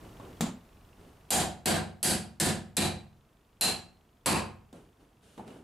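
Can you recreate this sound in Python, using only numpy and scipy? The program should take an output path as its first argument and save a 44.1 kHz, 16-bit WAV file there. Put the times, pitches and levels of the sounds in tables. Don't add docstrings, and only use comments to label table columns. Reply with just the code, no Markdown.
import sys
import numpy as np
from scipy import signal
from scipy.fft import rfft, irfft, next_fast_len
from scipy.io import wavfile

SR = 44100
rng = np.random.default_rng(int(sys.argv[2]) if len(sys.argv) > 2 else 0)


def to_wav(s):
    ch = np.atleast_2d(s).T
    pcm = np.round(np.clip(ch, -1, 1) * 32767)
    wavfile.write(sys.argv[1], SR, pcm.astype(np.int16))


N = 248283
TIME = np.arange(N) / SR
AGE = TIME[:SR]

# f/Hz, level/dB
AIR_COLOUR = [(15, -40.5), (25, -5.5), (76, -5.5), (117, -9), (503, -18), (545, -22.5), (677, -18),
              (775, -20.5), (1190, -22), (1480, -26.5), (1740, -28), (4030, -35.5), (16000, -41.5)]
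RUB_COLOUR = [(29, -41), (50, -6), (118, 3), (287, 2.5), (433, 1), (523, -3), (1320, -16), (1490, -17.5),
              (2020, -23), (3000, -23.5), (3900, -73), (6600, -120)]
SWISH_COLOUR = [(880, -33), (1500, -7.5), (2030, -18.5), (2890, -9), (5340, -17), (9700, -14.5),
                (15500, -35)]
TAP_COLOUR = [(40, -4.5), (75, 6), (125, 9.5), (180, 22), (250, 22.5), (330, 9.5), (500, 0), (790, 2.5),
              (1500, -6), (2700, -10), (3600, -6), (5300, -13), (7500, -9), (14000, -21.5)]
BLOW_COLOUR = [(30, -16.5), (50, -3.5), (70, 2.5), (120, 2), (200, 15), (290, 10), (500, 5), (1150, -0.5),
               (3300, 0.5), (4500, 3), (5800, -0.5), (8700, 6.5), (11500, -0.5), (14500, -24)]
# f/Hz, correlation (1 = identical)
CHANNEL_LIKENESS = [(50, 1), (125, 1), (300, 0.97), (1000, 0.61), (4000, 0.7), (8000, 0.81), (13000, 1)]
# f/Hz, time to fall 60 dB/s
ROOM_DECAY = [(60, 0.73), (200, 0.44), (700, 0.48), (2000, 0.42), (4000, 0.37), (8000, 0.32), (14000, 0.24)]
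# t/s, length/s, relative rub level/dB, relative swish level/dB
SLIDES = [(0.005, 0.067, -47, -63), (0.198, 0.085, -44, -64), (0.974, 0.11, -46.5, -60),
          (4.726, 0.043, -34.5, -49), (4.986, 0.029, -45, -57), (5.215, 0.16, -47, -49),
          (5.373, 0.024, -30, -56), (5.456, 0.11, -35.5, -50)]
# t/s, relative level/dB, thud/dB, brightness/dB, ring f/Hz, ring strength/dB
TAPS = [(0.198, -16, -33, -38, 1110, 10.5), (0.408, -2.5, -3, 3, 7230, 6.5), (4.728, -31.5, -3, 2, 596, 14),
        (5.378, -9, -19, -27.5, 700, 3.5), (5.394, -20, -17, -29, 856, 25),
        (5.478, -22, -12, -11, 1210, -4), (5.503, -22, -13, -19.5, 2900, 24)]
# t/s, force/dB, hull boom/dB, rail knock/dB, rail knock f/Hz, steel clink/dB, hammer ring/dB,
# nail f/Hz, punch f/Hz, damping by the grip (resonance width)/Hz, punch overtone f/Hz, punch top mode/dB
BLOWS = [(1.3045, -1, -3.5, 14, 760, 5, -11.5, 1580, 3600, 600, 7100, -14),
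         (1.657, 1, -4.5, 8.5, 684, -7, 13, 1608, 4260, 700, 7970, -5),
         (2.0285, -1, -2.5, 2.5, 764, 2.5, 7, 1585, 4650, 500, 7940, 12),
         (2.3993, -1, -1.5, 2, 678, -2.5, 14.5, 1740, 4150, 900, 7740, 0),
         (2.7674, -2, -1.5, 3.5, 744, -7, -7, 2390, 4000, 180, 8050, 9.5),
         (3.6097, -3.5, -10.5, 8, 780, -1.5, -8.5, 2660, 4145, 95, 7480, 10),
         (4.259, 1, -5, 13.5, 1012, -9, 9, 2540, 4300, 800, 8000, 12)]
# f/Hz, width/Hz, strength/dB
CONTACT_MODES = [(1660, 140, -1), (2380, 150, -1.5), (2710, 54, 2.5), (2950, 60, 3), (3220, 42, 2.5),
                 (3850, 42, -5.5), (3990, 27, 3), (4670, 140, -0.5), (4830, 60, -2), (6170, 70, 2),
                 (7370, 70, 2.5), (12940, 340, 15.5)]
# f/Hz, relative level/dB, time to fall 60 dB/s
HULL_MODES = [(69.3, -28, 0.67), (93.8, -25, 0.67), (109.5, -31.5, 0.7), (136, -35, 0.92),
              (146.4, -21, 0.41), (161.3, -22.5, 0.51), (179.3, -23, 0.56), (206.5, -19.5, 0.5),
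              (220, -25, .6), (237, -23, 0.49), (284, -31, 0.34), (324.6, -24.5, 0.4), (348, -24.5, 0.49),
              (372, -22, 0.38), (469, -31.5, 0.34), (497, -30.5, 0.43), (531, -30, 0.4), (674, -25, 0.24),
              (691, -31, 0.4), (727, -30.5, .45), (749, -25, 0.44), (822, -38.5, .45), (841, -22.5, 0.27),
              (983, -29, 0.3), (994, -37.5, 0.25)]

SLIDE_ATTACK_S, SLIDE_RELEASE_DB_PER_S = 0.021, 119
HEAD_HZ, HEAD_WIDTH_HZ = 9324, 18
FIRM_GRIP_HZ = 760
OVERTONE_DB, OVERTONE_WIDTH_HZ = 3.5, 420
TOP_MODE_HZ, TOP_MODE_WIDTH_HZ = 10880, 380
NAIL_DB, NAIL_WIDTH_HZ = 5, 130
CUTOFF_HZ = 16700


def from_db(db):
    return 10 ** (np.asarray(db) / 20)


def at_hz(points, hz):
    f, value = np.transpose(points)
    return np.interp(np.log(hz + 1e-3), np.log(f), value)


def bump_db(hz, centre_hz, width_hz, db):
    distance = 2 * (hz - centre_hz) / width_hz
    return 10 * np.log10(1 + from_db(db) ** 2 / (1 + distance ** 2))


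def colour(x, db_at):
    length = x.shape[-1]
    size = 2 * next_fast_len(length)
    gain = from_db(db_at(np.fft.rfftfreq(size, 1 / SR)))
    cepstrum = irfft(np.log(gain))
    cepstrum[1:size // 2] *= 2
    cepstrum[size // 2 + 1:] = 0
    response = np.exp(rfft(cepstrum))
    return irfft(rfft(x, size) * response)[..., :length]


def diffuse(size):
    mid, side = rfft(rng.standard_normal((2, size)))
    alike = np.clip(at_hz(CHANNEL_LIKENESS, np.fft.rfftfreq(size, 1 / SR)), 0, 1)
    shared = np.sqrt((1 + alike) / 2) * mid
    opposed = np.sqrt((1 - alike) / 2) * side * [[1], [-1]]
    return irfft(shared + opposed, size)


def noise(spectrum):
    x = colour(diffuse(N), lambda hz: at_hz(spectrum, hz))
    return x / x.std()


def add(track, s, sound):
    start = round(s * SR)
    track[:, start:start + sound.shape[-1]] += sound[..., :N - start]


def shop_air(level_db):
    return from_db(level_db) * noise(AIR_COLOUR)


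def camera_ticks(level_db, tick_hz, width_hz, tick_s):
    since_tick = (TIME - .0095) % .04
    bursts = rng.standard_normal(N) * np.exp(-since_tick / tick_s)
    edges = [tick_hz - width_hz / 2, tick_hz + width_hz / 2]
    band = signal.butter(2, edges, "band", fs=SR, output="sos")
    return from_db(level_db) * signal.sosfilt(band, bursts)


def handling(rub_db, swish_db):
    rub, swish = np.zeros((2, N))
    for s, length_s, low_db, high_db in SLIDES:
        swell = np.clip((TIME - s) / SLIDE_ATTACK_S, 0, 1)
        fade = from_db(-SLIDE_RELEASE_DB_PER_S * np.maximum(TIME - s - length_s, 0))
        moving = swell * fade
        rub += moving * from_db(low_db + rub_db)
        swish += moving * from_db(high_db + swish_db)
    return rub * noise(RUB_COLOUR) + swish * noise(SWISH_COLOUR)


def impact(crack_db, crack_s, crack_hz, decay_share, gap_db, bloom_s):
    hz, field = np.fft.rfftfreq(SR, 1 / SR), rfft(diffuse(SR))
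    centres, t60s = np.transpose(ROOM_DECAY)
    tail = 0
    for share, t60 in zip(np.eye(len(centres)), t60s):
        band = irfft(field * at_hz(np.c_[centres, share], hz), SR)
        tail = tail + band * from_db(-60 * AGE / (t60 * decay_share))
    bloom = from_db(gap_db * np.exp(-AGE / bloom_s))
    crack = rng.standard_normal(SR) * from_db(crack_db) * np.exp(-AGE / crack_s)
    highpass = signal.butter(1, crack_hz, "high", fs=SR, output="sos")
    return bloom * tail + signal.sosfilt(highpass, crack)


def tap_db(hz, thud_db, bright_db, ring_hz, ring_db):
    thud = thud_db / (1 + (hz / 380) ** 4)
    steel = bright_db * hz / (hz + 1500)
    ring_width_hz = 95 * (1 + (ring_hz / 5000) ** 4)
    return at_hz(TAP_COLOUR, hz) + thud + steel + bump_db(hz, ring_hz, ring_width_hz, ring_db)


def taps(level_db):
    out = np.zeros((2, N))
    for s, db, *timbre in TAPS:
        touch = impact(crack_db=5.5, crack_s=0.007, crack_hz=119.4, decay_share=0.73, gap_db=10.0, bloom_s=0.0073)
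        touch = colour(touch, lambda hz: tap_db(hz, *timbre))
        add(out, s, from_db(level_db + db) * touch)
    return out


def chatter_db(hz, strength, within_s, count=6):
    delays = within_s * rng.random(count)
    rebounds = np.exp(-2j * np.pi * np.outer(hz, delays)).sum(axis=1)
    return 20 * np.log10(np.abs(1 + strength * rebounds))


def low_boom_db(hz, boom_db):
    return boom_db / (1 + (hz / 450) ** 2)


def blow_db(hz, boom_db, knock_db, knock_hz, clink_db, ring_db, nail_hz, punch_hz, damping_hz, overtone_hz, top_db):
    hull = low_boom_db(hz, boom_db)
    rail = bump_db(hz, knock_hz, 0.27 * knock_hz, knock_db)
    steel = clink_db * hz ** 2 / (hz ** 2 + 5500 ** 2)
    punch = bump_db(hz, punch_hz, damping_hz, 20 * np.log10(FIRM_GRIP_HZ / damping_hz))
    punch = punch + bump_db(hz, overtone_hz, OVERTONE_WIDTH_HZ, OVERTONE_DB)
    punch = punch + bump_db(hz, TOP_MODE_HZ, TOP_MODE_WIDTH_HZ, top_db)
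    copper = bump_db(hz, nail_hz, NAIL_WIDTH_HZ, NAIL_DB)
    head = bump_db(hz, HEAD_HZ, HEAD_WIDTH_HZ, ring_db)
    body = sum(bump_db(hz, *mode) for mode in CONTACT_MODES)
    chatter = chatter_db(hz, strength=.12, within_s=.007) * hz / (hz + 500)
    return at_hz(BLOW_COLOUR, hz) + hull + rail + steel + punch + copper + head + body + chatter


def hull_ring(boom_db, uneven_db, spread_rad, spread_hz, swell_s):
    out = 0
    for hz, db, t60 in HULL_MODES:
        strength_db = db + low_boom_db(hz, boom_db) + rng.normal(0, uneven_db)
        spread = spread_rad * min(hz / spread_hz, 1) ** 2
        phase = rng.uniform(0, 2 * np.pi) + spread * rng.standard_normal((2, 1))
        out = out + from_db(strength_db - 60 * AGE / t60) * np.sin(2 * np.pi * hz * AGE + phase)
    return out * (1 - np.exp(-AGE / swell_s))


def hammering(level_db, hull_db, bite_s):
    out = np.zeros((2, N))
    bite = (1 - np.exp(-AGE / bite_s)) ** 3
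    for s, force_db, boom_db, *timbre in BLOWS:
        strike = impact(crack_db=9, crack_s=0.004, crack_hz=5500, decay_share=0.9, gap_db=-6.5, bloom_s=.01)
        strike = colour(bite * strike, lambda hz: blow_db(hz, boom_db, *timbre))
        hull = hull_ring(boom_db, uneven_db=1.5, spread_rad=0.81, spread_hz=230, swell_s=0.02)
        add(out, s, from_db(force_db) * (from_db(level_db) * strike + from_db(hull_db) * hull))
    return out


def scene():
    quiet = shop_air(level_db=-52)
    quiet = quiet + camera_ticks(level_db=-46.5, tick_hz=3050, width_hz=1400, tick_s=0.0045)
    work = handling(rub_db=-4.0, swish_db=-5.5) + taps(level_db=-11.5)
    work = work + hammering(level_db=0, hull_db=11, bite_s=0.00038)
    return (work + quiet) * from_db([[-.2], [.2]])


def hold(db, release_db_per_s):
    return np.maximum.accumulate(db + release_db_per_s * TIME) - release_db_per_s * TIME


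def smooth(x, time_s):
    keep = np.exp(-1 / (time_s * SR))
    return signal.lfilter([1 - keep], [1, -keep], x)


def limiter(x, ceiling_db, release_db_per_s, lasting_share, lasting_db_per_s, sense_s, attack_s):
    level_db = 10 * np.log10(smooth(np.mean(x ** 2, axis=0), sense_s) + 1e-12)
    over_db = np.maximum(level_db - ceiling_db, 0)
    brief_db = hold(over_db, release_db_per_s)
    lasting_db = hold(lasting_share * over_db, lasting_db_per_s)
    cut_db = smooth(np.maximum(brief_db, lasting_db), attack_s)
    ahead_s = .002
    return x * from_db(-np.interp(TIME + ahead_s, TIME, cut_db))


def record(dry):
    held = limiter(dry, ceiling_db=-25.0, release_db_per_s=262, lasting_share=0.38, lasting_db_per_s=-0.08,
                   sense_s=0.0018, attack_s=.0003)
    lowpass = signal.cheby2(12, 70, CUTOFF_HZ, fs=SR, output="sos")
    return signal.sosfilt(lowpass, held)


dry = scene()
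out = record(dry)
to_wav(out)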